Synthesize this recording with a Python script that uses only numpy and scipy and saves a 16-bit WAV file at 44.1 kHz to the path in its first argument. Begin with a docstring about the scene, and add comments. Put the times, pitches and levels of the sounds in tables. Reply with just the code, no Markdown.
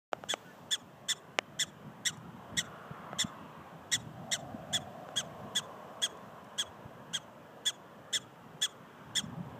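"""Fingers knock on a hand-held microphone's case, and a prairie dog starts yipping alarms from its burrow.
Each yip is a short fluttering arch of pitch whose harmonics pass through the resonances of the throat;
the hardest ones crack to a lower note halfway. The open grassy slope scatters them and the far bank
returns a faint echo. Gusts rumble on the microphone among soft thumps and tiny ticks, while far traffic
swells and fades behind hissing grass and a few thin whistles."""
import sys
import numpy as np
from scipy import signal
from scipy.fft import rfft, irfft, next_fast_len
from scipy.io import wavfile
from scipy.ndimage import uniform_filter1d, map_coordinates

SR = 44100
rng = np.random.default_rng(int(sys.argv[2]) if len(sys.argv) > 2 else 0)


def bounce(signal):
    """Save signal as a 16-bit WAV file at the path given by the first command-line argument."""
    frames = np.transpose(np.atleast_2d(signal))
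    limited = np.clip(frames, -1, 1)
    pcm = np.round(limited * 32767).astype(np.int16)
    wavfile.write(sys.argv[1], SR, pcm)


N = 422919


def amp(db):
    """Amplitude ratio of a level in decibels."""
    return 10 ** (np.asarray(db) / 20)


def unit(x):
    """Normalisation to an rms of 1."""
    return x / np.sqrt(np.mean(x ** 2) + 1e-20)


def along(points, hz):
    """Interpolation of (Hz, value) points on a logarithmic frequency axis."""
    f, v = np.transpose(points)
    return np.interp(np.log(np.abs(hz) + 1), np.log(f + 1), v)


def wobble(rate, size=N):
    """Smooth random modulation: a spline through `rate` knots a second."""
    knots = rng.standard_normal(int(size * rate / SR) + 4)
    return map_coordinates(knots, [np.arange(size) * rate / SR])


def filtered(x, gain):
    """Linear filtering: the spectrum of x is multiplied by gain(Hz)."""
    m = next_fast_len(len(x) + 2048)
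    return irfft(rfft(x, m) * gain(np.fft.rfftfreq(m, 1 / SR)), m)[:len(x)]


def noise(spectrum, size=N):
    """Spectral shaping of white noise, at an rms of 1."""
    return unit(filtered(rng.standard_normal(size), lambda hz: amp(along(spectrum, hz))))


def patchy(x, depth_db):
    """Fading in moving air: the gain drifts over time and frequency."""
    spectra = signal.stft(x, nperseg=1024)[2]
    drift = uniform_filter1d(rng.standard_normal(spectra.shape), size=5, axis=0)
    drift = unit(uniform_filter1d(drift, size=18, axis=1))
    return unit(signal.istft(spectra * amp(depth_db * drift), nperseg=1024)[1][:N])


def swells(rows):
    """Incoherent addition: the summed power of bell-shaped swells."""
    t = np.arange(N) / SR
    return sum(amp(db) ** 2 * np.exp(-.5 * ((t - s) / half) ** 2) for s, db, half in rows)


def add(track, s, sound):
    """Superposition of a sound on the track from s seconds on."""
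    part = track[max(round(s * SR), 0):][:len(sound)]
    part += sound[:len(part)]


# Spectra of the far roar, traffic and grass. Each row: frequency in Hz, relative density in dB.
ROAR_SPECTRUM = [(100, -35), (190, -1.5), (330, -3), (600, 1), (800, -2.5), (1100, -3), (1450, -8),
                 (1650, -7.5), (2200, -19), (3100, -17.5), (4200, -37)]
RUSH_SPECTRUM = [(300, -21), (550, -2), (850, 4), (1100, 5), (1400, -1), (1700, -5), (2200, -14),
                 (3200, -13.5), (4200, -24.5), (9000, -37)]
GRASS_SPECTRUM = [(1000, 6), (3200, 10), (4500, 3), (5700, 4), (7800, 3), (9600, -8), (12000, -0.5),
                  (15000, 0)]
# Swells of traffic and of grass. Each row: peak time in seconds, level in dB, half width in seconds.
TRAFFIC_PASSES = [(3.05, -54.5, 0.45), (5.6, -58, 0.86), (9.7, -58, 0.74)]
GRASS_RUSTLES = [(.45, -66, .15), (5.2, -69.5, 0.76)]

def traffic_and_grass(roar_db=-55.5, hiss_db=-70.5):
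    """Noise powers add: passing traffic lifts a steady roar and brings a brighter rush; grass hisses."""
    passing = swells(TRAFFIC_PASSES)
    roar = np.sqrt(amp(roar_db) ** 2 + passing) * patchy(noise(ROAR_SPECTRUM), depth_db=2.0)
    rush = np.sqrt(passing) * patchy(noise(RUSH_SPECTRUM), depth_db=3.0)
    hiss = np.sqrt(amp(hiss_db) ** 2 + swells(GRASS_RUSTLES)) * noise(GRASS_SPECTRUM)
    return roar + rush + hiss


# Hollow bands of far engine noise. Each row: start in seconds, level in dB, centre in Hz, half width
# in Hz, sag in Hz per second, attack in seconds, hold in seconds, fade in dB per second.
ENGINE_BANDS = [(2.35, -55, 1428, 240, 340, 0.51, .5, 24), (4.056, -49.5, 690.4, 116, 16, .25, 0.53, 6.5),
                (4.6, -56.5, 1100, 107, 45, 0.91, 0.59, 7), (4.9, -58.5, 491, 60, 30, 0.47, .35, 12.5)]

def far_engines():
    """Narrow-band noise: slow random signals modulate a sinking carrier that swells, holds and fades."""
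    track = np.zeros(N)
    for s, db, hz, half_width, sag, attack, hold, fade in ENGINE_BANDS:
        t = np.maximum(np.arange(N) / SR - s, 0)
        envelope = np.minimum(t / attack, 1) * amp(db - fade * np.maximum(t - attack - hold, 0))
        band = lambda: filtered(rng.standard_normal(N), lambda f: 1 / (1 + (f / half_width) ** 4))
        phase = 2 * np.pi * np.cumsum(hz - sag * t) / SR
        track += envelope * unit(band() * np.cos(phase) + band() * np.sin(phase))
    return track


# Faint notes. Each row: start in seconds, level in dB, first and last pitch in Hz, length in seconds.
FAR_WHISTLES = [(.43, -54.5, 1520, 1434, 0.1), (.47, -57, 1790, 1700, 0.084), (8.82, -64, 1840, 1800, .08)]

def whistles():
    """Pure tones in a linear downward glide, perhaps a bird far away."""
    track = np.zeros(N)
    for s, db, start_hz, end_hz, length in FAR_WHISTLES:
        hz = np.linspace(start_hz, end_hz, int(length * SR))
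        add(track, s, amp(db) * np.hanning(len(hz)) * np.sin(2 * np.pi * np.cumsum(hz) / SR))
    return track


# Spectra of wind rumble and of its largest eddies. Each row: frequency in Hz, relative density in dB.
RUMBLE_SPECTRUM = [(20, -44), (40, -32), (70, -19.5), (110, -5), (160, 0), (230, -3.5), (330, -13),
                   (600, -31), (1500, -72)]
EDDY_SPECTRUM = [(20, -34), (45, -20), (80, -2), (120, 1.5), (200, -17), (400, -63)]
# Gusts. Each row: peak time in seconds, strength in dB, half width in seconds.
WIND_GUSTS = [(2.1, -55, .33), (2.58, -50, .06), (3.3, -54, 0.26), (3.97, -46.5, 0.021),
              (4.14, -48.5, 0.066), (4.52, -47.5, 0.11), (4.76, -49, 0.06), (5.35, -53, 0.2),
              (6.6, -59.5, 0.32), (9.4, -48.5, 0.17)]

def wind(breeze_db=-60, strong_gust_db=-51, deepening=0.94):
    """Turbulence: eddies buffet the microphone in quick lumps; stronger gusts bring larger, deeper ones."""
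    buffet_db = 10 * np.log10(amp(breeze_db) ** 2 + swells(WIND_GUSTS))
    body = amp(1.0) * unit(amp(2.5 * wobble(16)) * noise(RUMBLE_SPECTRUM))
    deep_db = -6 + deepening * np.minimum(buffet_db - strong_gust_db, 0)
    deep = amp(deep_db) * unit(amp(5.0 * wobble(11)) * noise(EDDY_SPECTRUM))
    return amp(buffet_db) * (body + deep)


# Bumps. Each row: peak time in seconds, level in dB, frequency in Hz, half length in seconds.
MICROPHONE_BUMPS = [(2.185, -39, 145, 0.0051), (2.915, -34, 151, 0.0035), (3.249, -26, 198, 0.002),
                    (4.548, -30, 225, 0.0029), (6.693, -52, 89, 0.01), (6.86, -38.5, 120.7, 0.0033),
                    (9.243, -33.5, 206, 0.0042), (9.288, -39, 165, 0.0065), (9.38, -36, 163, 0.0067),
                    (9.409, -29.5, 169, 0.0044)]

def thumps():
    """Transient oscillation: soft bumps push the microphone to and fro for a few cycles."""
    track, t = np.zeros(N), np.arange(-SR // 8, SR // 8) / SR
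    for s, db, hz, half in MICROPHONE_BUMPS:
        add(track, s + t[0], amp(db) / np.cosh(t / half) * np.cos(2 * np.pi * hz * t))
    return track


# Tiny dry ticks. Each row: start in seconds, relative level in dB.
DRY_TICKS = [(2.172, -49), (6.1724, -54), (6.4443, -53)]
# Their spectrum. Each row: frequency in Hz, relative density in dB.
TICK_SPECTRUM = [(2000, -20), (5000, 3), (8000, 2), (14000, -12)]

def ticks(gain_db=-7, t60=0.021):
    """Exponential decay of bright noise bursts, perhaps grass stems underfoot."""
    track, t = np.zeros(N), np.arange(SR // 20) / SR
    for s, db in DRY_TICKS:
        add(track, s, amp(db + gain_db - 60 * t / t60) * noise(TICK_SPECTRUM, size=len(t)))
    return track


# Modes of the case under a soft finger, and those that only a sharp snap reaches.
# Each row: frequency in Hz, relative level in dB, time to decay by 60 dB in seconds.
KNOCK_MODES = [(357, -19.5, 0.018), (636, -14, 0.021), (765, 1.5, 0.0088), (1270, 7.5, 0.0036)]
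SNAP_MODES = [(1800, -20, 0.02), (2240, 0.5, 0.005), (2830, -0.5, 0.004), (5400, -4, 0.0016),
              (6860, -15, 0.0078)]
# Taps. Each row: start in seconds, gain in dB, further gain of the snap in dB.
FINGER_TAPS = [(.1320, -14.5, -10.5), (0.2381, -26.5, -13.5), (0.3386, -18, -2), (1.3881, -16, 5),
               (3.1309, -25, -20), (5.089, -30, -14)]

def finger_taps(band_hz=(330, 7000), contact_s=0.00041):
    """Damped modal vibration: fingers briefly ring a case too small to radiate bass."""
    track, t = np.zeros(N), np.arange(SR // 16) / SR
    ring = lambda modes: sum(amp(db - 60 * t / t60) * np.sin(2 * np.pi * hz * t) for hz, db, t60 in modes)
    # the soft fingertip takes a moment to press home, which keeps the knock dull
    knock = ring(KNOCK_MODES) * (1 - np.exp(-t / contact_s))
    for s, db, snap_db in FINGER_TAPS:
        add(track, s, amp(db) * (knock + amp(snap_db) * ring(SNAP_MODES)))
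    return signal.sosfilt(signal.butter(3, band_hz, "bandpass", fs=SR, output="sos"), track)


def slope_echo(x, ground_t60=0.076, bank_delay_s=0.0666, bank_spread_s=0.0047, tail_t60=0.56):
    """Convolution adds scatter from the ground, a blurred echo from the far bank and a thin tail."""
    t = np.arange(SR // 3) / SR
    ground = amp(-60 * t / ground_t60)
    bank = np.exp(-.5 * ((t - bank_delay_s) / bank_spread_s) ** 2)
    tail = amp(-60 * t / tail_t60)
    paths = [(-18, ground), (-31.5, bank), (-36, tail)]  # dB relative to the direct sound
    scatter = sum(amp(db) * unit(shape * rng.standard_normal(len(t))) for db, shape in paths)
    return signal.fftconvolve(x, (t == 0) + scatter / np.sqrt(len(t)))


# Bands that the burrow mound cancels or reinforces. Each row: centre in Hz, half width in Hz, gain in dB.
MOUND_BANDS = [(1830, 63, -16.5), (2000, 57, 10.5), (2350, 120, -0.5), (3150, 64, -18), (3230, 210, 2.5),
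               (3655, 165, -8.5), (3990, 110, -18), (4700, 90, -16), (5107, 130, -25), (5800, 88, -12.5),
               (6680, 89, -15)]

def mound(x):
    """Interference: reflections around the burrow mouth put narrow dips and peaks into the voice."""
    for hz, half_width, db in MOUND_BANDS:
        band = signal.lfilter(*signal.iirpeak(hz, hz / (2 * half_width), fs=SR), x)
        x = x - (1 - amp(db)) * band
    return x


# The course of one yip. Each row: time as a share of its length, pitch as a share of its nominal pitch,
# effort in dB, relative flutter depth.
YIP_COURSE = [(0, .8, -11.5, 0.4), (0.101, .86, -0.5, 1.14), (0.201, .94, 4.5, 1.07), (.4, 0.97, 8, 0.68),
              (.6, 0.93, 5, 0.87), (.78, .91, 3, 0.56), (0.92, .78, -5, 0.3), (1.06, .65, -19, 0.7)]
# Tone colour of the yip as heard: throat resonances, with a gap near 9.9 kHz that is not the animal's.
# Each row: frequency in Hz, gain in dB.
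YIP_COLOUR = [(1150, 2.5), (1650, -16.5), (2000, -10.5), (2400, -11), (3000, -7.5), (3350, -1),
              (3800, -5.5), (4700, -26), (5500, -10), (6100, -8), (7250, -9.5), (8100, -14), (9000, -22),
              (9900, -48), (11000, -31.5), (12400, -39), (14000, -27), (15200, -50)]
# Breathy rasp of the yip as heard, with a gap near 9.9 kHz that is not the animal's.
# Each row: frequency in Hz, relative density in dB.
RASP_SPECTRUM = [(600, -28.5), (1300, -12.5), (1900, 2.5), (2450, -35), (3400, 11), (4300, -2), (4700, -13),
                 (5600, -0.5), (7200, 2), (9000, -6.5), (9900, -37), (11000, -11), (14000, -41),
                 (15200, -45)]
USUAL_DB, USUAL_HZ = -29, 1810  # an ordinary yip

def yip(nominal_hz, length, drop, tilt_db, rasp_db, flutter_hz=212, flutter_share=.026, flutter_db=3.2):
    """Source and filter: harmonics of an arching pitch sweep through a fixed spectral envelope."""
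    t = np.arange(SR // 10) / SR
    n, progress = len(t), t / length
    share, *course = np.transpose(YIP_COURSE)
    arch, effort_db, shake = (np.interp(progress, share, column) for column in course)
    shake = shake * (nominal_hz / USUAL_HZ) ** 3  # higher yips are more strained and shake harder
    # a second, far slower vibration starts with the voice and modulates both pitch and loudness
    flutter_rate = flutter_hz * (1 + 0.093 * wobble(122, size=n))
    flutter = -shake * np.cos(2 * np.pi * np.cumsum(flutter_rate) / SR)
    # a crack drops to a lower, weaker note that moves back toward the arch as the strain eases
    cracked = .5 + .5 * np.tanh((progress - .53) * 45)
    pitch = arch * (1 - drop * cracked * arch ** 3)
    jitter = 0.014 * shake * wobble(1519, size=n)
    hz = nominal_hz * pitch * (1 + flutter_share * flutter + jitter)
    phase = 2 * np.pi * np.cumsum(hz) / SR

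    def partial(k):
        """The component at k times the fundamental, tilted by tilt_db per octave."""
        gain = amp(along(YIP_COLOUR, k * hz) + tilt_db * np.log2(k)) * (k * hz < SR / 2)
        return gain * np.sin(k * phase + 2 * np.pi * rng.random())

    # uneven cycles put smeared lines halfway between the harmonics
    voice = sum(partial(k) + amp(-20) * wobble(670, size=n) * partial(k + .5) for k in range(1, 11))
    rasp = amp(rasp_db) * noise(RASP_SPECTRUM, size=n)
    effort = amp(effort_db + flutter_db * flutter - 170 * drop ** 2 * cracked)
    gate = (1 - np.exp(-t / 0.00019)) * amp(-120 * np.maximum(progress - share[-1], 0))
    sound = mound((voice + rasp) * effort * gate)
    loud_part = sound[(t > .009) & (t < .039)]
    return sound / np.sqrt(np.mean(loud_part ** 2))


# Alarm calls. Each row: start in seconds, level in dB, nominal pitch in Hz (near the top of the arch),
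# length in seconds, depth of the crack from 0 to 1.
ALARM_YIPS = [(0.286, -32, 1788, .058, 0.06), (.707, -29, 1832, .053, 0.02), (1.084, -29, 1881, .049, 0),
              (1.59, -29, 1882, 0.051, 0.02), (2.051, -29, 1958, 0.055, 0.22),
              (2.568, -29, 1970, 0.054, 0.21), (3.185, -29, 1904, 0.052, 0.01),
              (3.915, -27.5, 1982, 0.052, .07), (4.313, -30, 1945, 0.055, 0.19),
              (4.727, -29.5, 1820, .054, 0.01), (5.158, -30.5, 1727, 0.058, 0.02),
              (5.55, -29, 1799, 0.05, 0.02), (6.017, -28.5, 1750, .052, 0), (6.579, -30, 1747, 0.052, 0.01),
              (7.131, -32.5, 1704, 0.051, 0.01), (7.653, -28.5, 1788, .054, 0),
              (8.127, -29, 1854, 0.055, 0.02), (8.613, -28.5, 1805, .052, 0),
              (9.151, -29, 1855, .055, 0.04)]

def prairie_dog():
    """Vocal effort sets timbre: louder yips are brighter, higher ones raspier; each scatters its own way."""
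    track = np.zeros(N)
    for s, db, hz, length, drop in ALARM_YIPS:
        tilt_db = 0.76 + 0.47 * (db - USUAL_DB)
        rasp_db = -12 + 18 * np.log2(hz / USUAL_HZ)
        add(track, s, amp(db) * slope_echo(yip(hz, length, drop, tilt_db, rasp_db)))
    return track


def scene():
    """Superposition: the pressures of all sources add at one microphone."""
    far = traffic_and_grass() + far_engines() + whistles()
    return (far + prairie_dog() + finger_taps() + ticks() + thumps() + wind())[None]


def record(dry, open_s=.12, limit_hz=15400):
    """Gating and band limiting: the microphone opens after a moment and passes nothing above its limit."""
    opened = np.arange(N) / SR >= open_s
    return filtered(dry[0] * opened, lambda hz: hz < limit_hz)[None]


dry = scene()
out = record(dry)
bounce(out)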